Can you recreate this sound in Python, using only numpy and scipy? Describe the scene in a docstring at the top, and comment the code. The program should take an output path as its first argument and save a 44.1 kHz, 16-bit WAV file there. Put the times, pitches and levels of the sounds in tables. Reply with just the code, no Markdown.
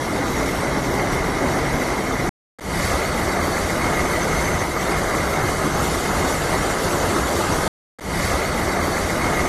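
"""Very heavy rain between tall buildings, heard from a high window through a small microphone.
First stretch: far roar and nearer spray of band-shaped noise, drops ringing ledge modes, wind rumble.
Silence, then a second stretch: a quiet opening fades up, and sine tones whistle thinly at the window.
After another silence the second stretch starts over. Narrow treble bands flicker throughout."""
import sys
import numpy as np
from scipy import signal
from scipy.fft import rfft, irfft, next_fast_len
from scipy.io import wavfile
from scipy.ndimage import uniform_filter1d

SR = 44100
rng = np.random.default_rng(int(sys.argv[2]) if len(sys.argv) > 2 else 0)


def volts_from_decibels(level):
    """Turn decibel levels (scalar or array-like) into linear amplitude factors."""
    exponent = np.asarray(level, float) / 20
    return 10 ** exponent


def unload_wav(signal):
    """Save mono or channel-first audio to the path in sys.argv[1] as 16-bit WAV at rate SR, clipped to [-1, 1]."""
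    wavfile.write(
        sys.argv[1],
        SR,
        np.round(np.clip(np.atleast_2d(signal).T, -1, 1) * 32767).astype(np.int16),
    )


N = 418068

# colour of rumble and roar in each stretch: hz, relative_level_db
FIRST_LOW_COLOUR = [(12, -50), (20, -17), (48, -6), (103, -11.5), (144, -4), (210, -2), (264, 3.5),
                    (464, -1.5), (786, -3.5), (1800, -12), (2340, -27.5), (3960, -120)]
SECOND_LOW_COLOUR = [(12, -50.5), (20, -13), (40, -9), (57, -5.5), (70, -6.5), (87, -5), (112, -10),
                     (126, -15.5), (140, -5), (155, -3.5), (185, -2), (270, -2), (360, 0), (480, -2.5),
                     (639, -2), (1040, -6.5), (1260, -6), (1800, -11.5), (2340, -30), (3960, -120)]
# colour of the spray in each stretch: hz, relative_level_db
FIRST_SPRAY_COLOUR = [(1590, -33), (2700, -1), (3250, -1), (3910, -2.5), (4190, -3.5), (4500, -4),
                      (5040, -2), (5690, 1.5), (7400, -5), (12400, -8), (16100, -41), (22000, -120)]
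SECOND_SPRAY_COLOUR = [(1590, -31), (2700, 0.5), (3530, -1), (3830, -1.5), (4170, -3), (4560, -1.5),
                       (5210, -0.5), (6230, 0), (7260, -2.5), (7440, -2.5), (12400, -6.5), (16100, -38),
                       (22000, -120)]
# resonances of the microphone port: centre_hz, width_hz, lift_db
PORT_RESONANCES = [(1280, 16, -1), (2082, 198, 12), (2530, 360, -3), (3770, 180, 2), (4410, 330, 3.5),
                   (5130, 190, -5.5)]
# ledge modes: mode_hz, base_level_db, t60_s, low_shift_share, high_shift_share
LEDGE_MODES = [(620, -10, .03, 0, 0), (1255, -2, .05, 1, 0), (1400, -7, .03, -1, 0), (1680, -6, .02, 0, -1),
               (1990, -1, .05, 0, 1), (2070, -6, .045, 0, 1), (2135, 0, .045, 0, 1), (3860, -13, .04, 0, 0),
               (4560, -12, .035, 0, 0)]
# drops move along the ledge and favour some modes: time_s, low_shift_db, high_shift_db
LEDGE_SHIFTS = [(0.0, -3, 0), (0.9, -4, 0), (1.2, -4, 2), (2.25, -2, 1), (2.7, -1, 2), (3.5, 0, 2),
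                (3.9, 3, 3), (4.6, 3, 3), (4.9, -1, 3), (5.6, 1, -1), (6.2, -1, -1), (6.7, 2, -2),
                (7.4, 3, -4), (7.68, 0, -5)]
# strength of the storm: time_s, rumble_db, roar_db, spray_db
STORM_LEVELS = [(0.0, -31.5, -25.5, -37), (0.27, -28, -22.5, -34), (0.9, -28, -22.5, -35),
                (1.7, -27.5, -21.5, -35), (1.97, -30, -23.5, -35), (2.25, -28.5, -23, -36),
                (2.6, -32, -23.5, -32.5), (2.68, -27, -24.5, -32.5), (2.88, -26.5, -23, -30),
                (3.05, -28, -23, -33.5), (3.7, -27.5, -22.5, -33), (3.9, -26, -22, -32.5),
                (4.4, -25.5, -22.5, -32.5), (4.7, -28.5, -24, -34.5), (4.92, -28.5, -22, -33),
                (5.75, -26.5, -22.5, -33), (5.9, -28, -22.5, -30.5), (6.55, -27.5, -22, -31.5),
                (7.4, -28.5, -21.5, -30.5), (7.68, -25.5, -21.5, -30.5)]
# spells of the whistle: start_s, length_s, start_pitch_hz, glide_hz_per_s, waver_hz, level_db
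WHISTLE_SPELLS = [(2.68, .32, 4720, -300, 140, -46.5), (3.0, .72, 4520, 120, 140, -46),
                  (3.3, .5, 6290, -40, 25, -52), (3.78, .4, 6240, 40, 22, -48),
                  (4.17, .48, 6250, 10, 9, -42), (4.68, .55, 6285, 0, 14, -49.5),
                  (5.3, .55, 6270, 60, 16, -47), (5.8, .16, 7060, 150, 14, -44),
                  (5.92, .3, 7060, -100, 14, -50), (6.16, .27, 7025, -40, 12, -43.5),
                  (6.42, .5, 7090, 30, 16, -46), (6.9, .55, 7075, -30, 18, -47.5),
                  (7.62, .1, 7020, 0, 12, -43)]
# narrow bands that drop out: low_hz, high_hz, share_of_time_0_to_1, depth_db
FLICKER_BANDS = [(2380, 2480, .06, -20), (2500, 2610, .1, -25), (2600, 2720, .2, -30),
                 (2710, 2830, .17, -30), (2820, 3000, .07, -22), (3150, 3300, .03, -20),
                 (5000, 5200, .06, -20), (11600, 11900, .04, -20)]
# silence of the thin strips at the top edge: strip_low_hz, share_of_time_0_to_1
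FRAY_SHARES = [(12100, .08), (12600, .35), (12900, .7), (13400, .86), (13700, .96), (14000, .99)]

FRAY_LOW_HZ, FRAY_HIGH_HZ, FRAY_STRIP_HZ = 12100, 14000, 110
WHISTLE_SWELL_S, WHISTLE_FLUTTER_DB = .04, 3.8
FIRST_END_S, SECOND_START_S, SECOND_END_S, AGAIN_S = 2.2925, 2.586, 7.679, 7.986
FADE_FROM_DB, FADE_S = -18, .175
# brief dip, timed from the opening of the second stretch
DIP_START_S, DIP_END_S, DIP_DB = .0122, .0215, -34


def rms_one(x):
    """Scales to rms 1."""
    return x / np.sqrt(np.mean(x ** 2) + 1e-20)


def in_time(rows):
    """Interpolates table columns to one value a sample."""
    time_s, *columns = np.transpose(rows)
    return [np.interp(np.arange(N) / SR, time_s, column) for column in columns]


def drift(corner_hz, steady_s=None):
    """Twice low-passed noise, rms 1; steady_s takes out the moving average over that time."""
    step = 40  # samples between slow values
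    pole = np.exp(-2 * np.pi * corner_hz * step / SR)
    noise = rng.standard_normal(N // step + 2002)
    slow = signal.lfilter([1], [1, -2 * pole, pole * pole], noise)[2000:]
    if steady_s:
        slow = slow - uniform_filter1d(slow, size=round(steady_s * SR / step))
    return np.interp(np.arange(N) / step, np.arange(len(slow)), rms_one(slow))


def sheet(colour, low_hz, high_hz, count, gust_db, patch_db):
    """Noise in overlapping log-spaced bands, each swelling and sagging partly alone; rms 1."""
    size = next_fast_len(N)
    hz = np.maximum(np.arange(size // 2 + 1) * SR / size, 1)
    colour_hz, colour_db = np.transpose(colour)
    shape_db = np.interp(np.log(hz), np.log(colour_hz), colour_db)
    for centre_hz, width_hz, lift_db in PORT_RESONANCES:
        shape_db = shape_db + lift_db / (1 + (2 * (hz - centre_hz) / width_hz) ** 2)
    coloured = rfft(rng.standard_normal(size)) * volts_from_decibels(shape_db)
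    place = (count + 1) * np.log(hz / low_hz) / np.log(high_hz / low_hz)
    gust = drift(11.0, steady_s=0.66)
    neighbour = drift(11)
    out = 0
    for k in range(1, count + 1):
        own = drift(17.0, steady_s=0.56)
        triangle = np.clip(1 - np.abs(place - k), 0, 1)
        band = irfft(coloured * triangle, size)[:N]
        out = out + band * volts_from_decibels(gust_db * gust + patch_db * (own + 0.11 * neighbour))
        neighbour = own
    return rms_one(out)


def end_low(colour):
    """Colour of rumble and roar, with the end points that close it above the port resonance."""
    end_db = colour[-2][1]
    return colour[:-1] + [(2250, end_db - 3), (2700, end_db - 13)]


def roar(low_colour):
    """Countless far drops blur into noise that varies band by band."""
    return sheet(end_low(low_colour), 154.7, 2950, count=26, gust_db=0.68, patch_db=1.83)


def spray(colour):
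    """Nearer water hisses: treble noise in many narrow, uneven bands."""
    bottom = [(2300, colour[1][1])]
    top = [(13800, colour[-3][1] - 6)]
    return sheet(bottom + colour[1:-2] + top, 2320, 15500, count=64, gust_db=0.68, patch_db=2.5)


def drops(per_s, spread_db):
    """Clicks of either sign at random moments, many small and few large."""
    sizes = volts_from_decibels(spread_db * np.minimum(rng.exponential(1, N), 5))
    signs = rng.choice([-1, 1], N)
    return sizes * signs * (rng.random(N) < per_s / SR)


def ledge():
    """Single drops strike the ledge, each waking its decaying modes unevenly; rms 1."""
    hits = drops(600, spread_db=1.8)
    low_shift_db, high_shift_db = in_time(LEDGE_SHIFTS)
    out = 0
    for mode_hz, level_db, t60_s, low_share, high_share in LEDGE_MODES:
        radius = volts_from_decibels(-60 / (t60_s * SR))
        angle = 2 * np.pi * mode_hz / SR
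        shift_db = low_share * low_shift_db + high_share * high_shift_db
        uneven_db = 3 * rng.standard_normal(N) + 2.2 * drift(12)
        struck = hits * volts_from_decibels(level_db + shift_db + uneven_db) + 1e-18
        poles = [1, -2 * radius * np.cos(angle), radius * radius]
        out = out + signal.lfilter([0, np.sin(angle)], poles, struck)
    return rms_one(signal.sosfilt(signal.butter(2, 300, "high", fs=SR, output="sos"), out))


def whistle():
    """Wind in a window gap: sine spells, wavering in pitch and fluttering in level."""
    t = np.arange(N) / SR
    waver = 2 * np.pi * np.cumsum(drift(16)) / SR
    out = 0
    for start_s, length_s, pitch_hz, glide_hz_per_s, waver_hz, level_db in WHISTLE_SPELLS:
        since_s = t - start_s
        sounding = np.clip(np.minimum(since_s, length_s - since_s) / WHISTLE_SWELL_S, 0, 1)
        phase = 2 * np.pi * (pitch_hz + glide_hz_per_s * since_s / 2) * since_s + waver_hz * waver
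        out = out + volts_from_decibels(level_db) * sounding * np.sin(phase)
    return np.sqrt(2) * out * volts_from_decibels(WHISTLE_FLUTTER_DB * drift(25))


def rumble(low_colour):
    """Wind rumble: low noise in a few broad bands, swelling and sagging."""
    return sheet(end_low(low_colour), 10.8, 230.0, count=4, gust_db=-0.94, patch_db=1.2)


def storm(low_colour, spray_colour):
    """Sums roar, ledge drops, spray and rumble; the ledge follows the level of the roar."""
    rumble_db, roar_db, spray_db = in_time(STORM_LEVELS)
    out = volts_from_decibels(roar_db) * (roar(low_colour) + volts_from_decibels(-9.5) * ledge())
    out = out + volts_from_decibels(spray_db) * spray(spray_colour)
    return out + volts_from_decibels(rumble_db) * rumble(low_colour)


def flicker(x):
    """Narrow treble bands drop out for moments, the topmost strips most of the time."""
    size = next_fast_len(N)
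    spectrum = rfft(x, size)
    hz = np.arange(size // 2 + 1) * SR / size
    strips = []
    for low_hz in range(FRAY_LOW_HZ, FRAY_HIGH_HZ, FRAY_STRIP_HZ):
        share = np.interp(low_hz, *np.transpose(FRAY_SHARES))
        strips.append((low_hz, low_hz + FRAY_STRIP_HZ, share, -60))
    edge = drift(8.0)  # shared by the strips
    for low_hz, high_hz, share, depth_db in FLICKER_BANDS + strips:
        mask = np.clip(np.minimum(hz - low_hz, high_hz - hz) / 30 + .5, 0, 1)
        band = irfft(spectrum * mask, size)[:N]
        chance = drift(8.3) + (low_hz >= FRAY_LOW_HZ) * .45 * edge
        is_off = chance < np.quantile(chance, share)
        off = uniform_filter1d(1. * is_off, size=700)
        x = x - band * off * (1 - volts_from_decibels(depth_db))
    return x


def scene():
    """Two stretches in turn, the whistle in the second only."""
    first = storm(FIRST_LOW_COLOUR, FIRST_SPRAY_COLOUR)
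    second = storm(SECOND_LOW_COLOUR, SECOND_SPRAY_COLOUR) + whistle()
    in_first = np.arange(N) / SR < SECOND_START_S - .1  # the join lies in the silence
    return flicker(np.where(in_first, first, second))[None]


def top_cut(x):
    """Nothing passes above the cut-off."""
    return signal.sosfilt(signal.butter(12, 13810, fs=SR, output="sos"), x)


def record(dry):
    """Hard cuts to silence, fade and brief dip at the second opening, then its start again."""
    t = np.arange(N) / SR
    opened_s = t - SECOND_START_S
    gate = (t < FIRST_END_S) | ((opened_s >= 0) & (t < SECOND_END_S))
    fade_up = np.interp(opened_s, [0, FADE_S], [volts_from_decibels(FADE_FROM_DB), 1])
    fade = np.where(opened_s < 0, 1, fade_up)
    dip = np.where((opened_s > DIP_START_S) & (opened_s < DIP_END_S), volts_from_decibels(DIP_DB), 1)
    mix = dry * gate * fade * dip
    start, again = round(SECOND_START_S * SR), round(AGAIN_S * SR)
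    mix[:, again:] = mix[:, start:start + N - again]
    return top_cut(mix)


dry = scene()
out = record(dry)
unload_wav(out)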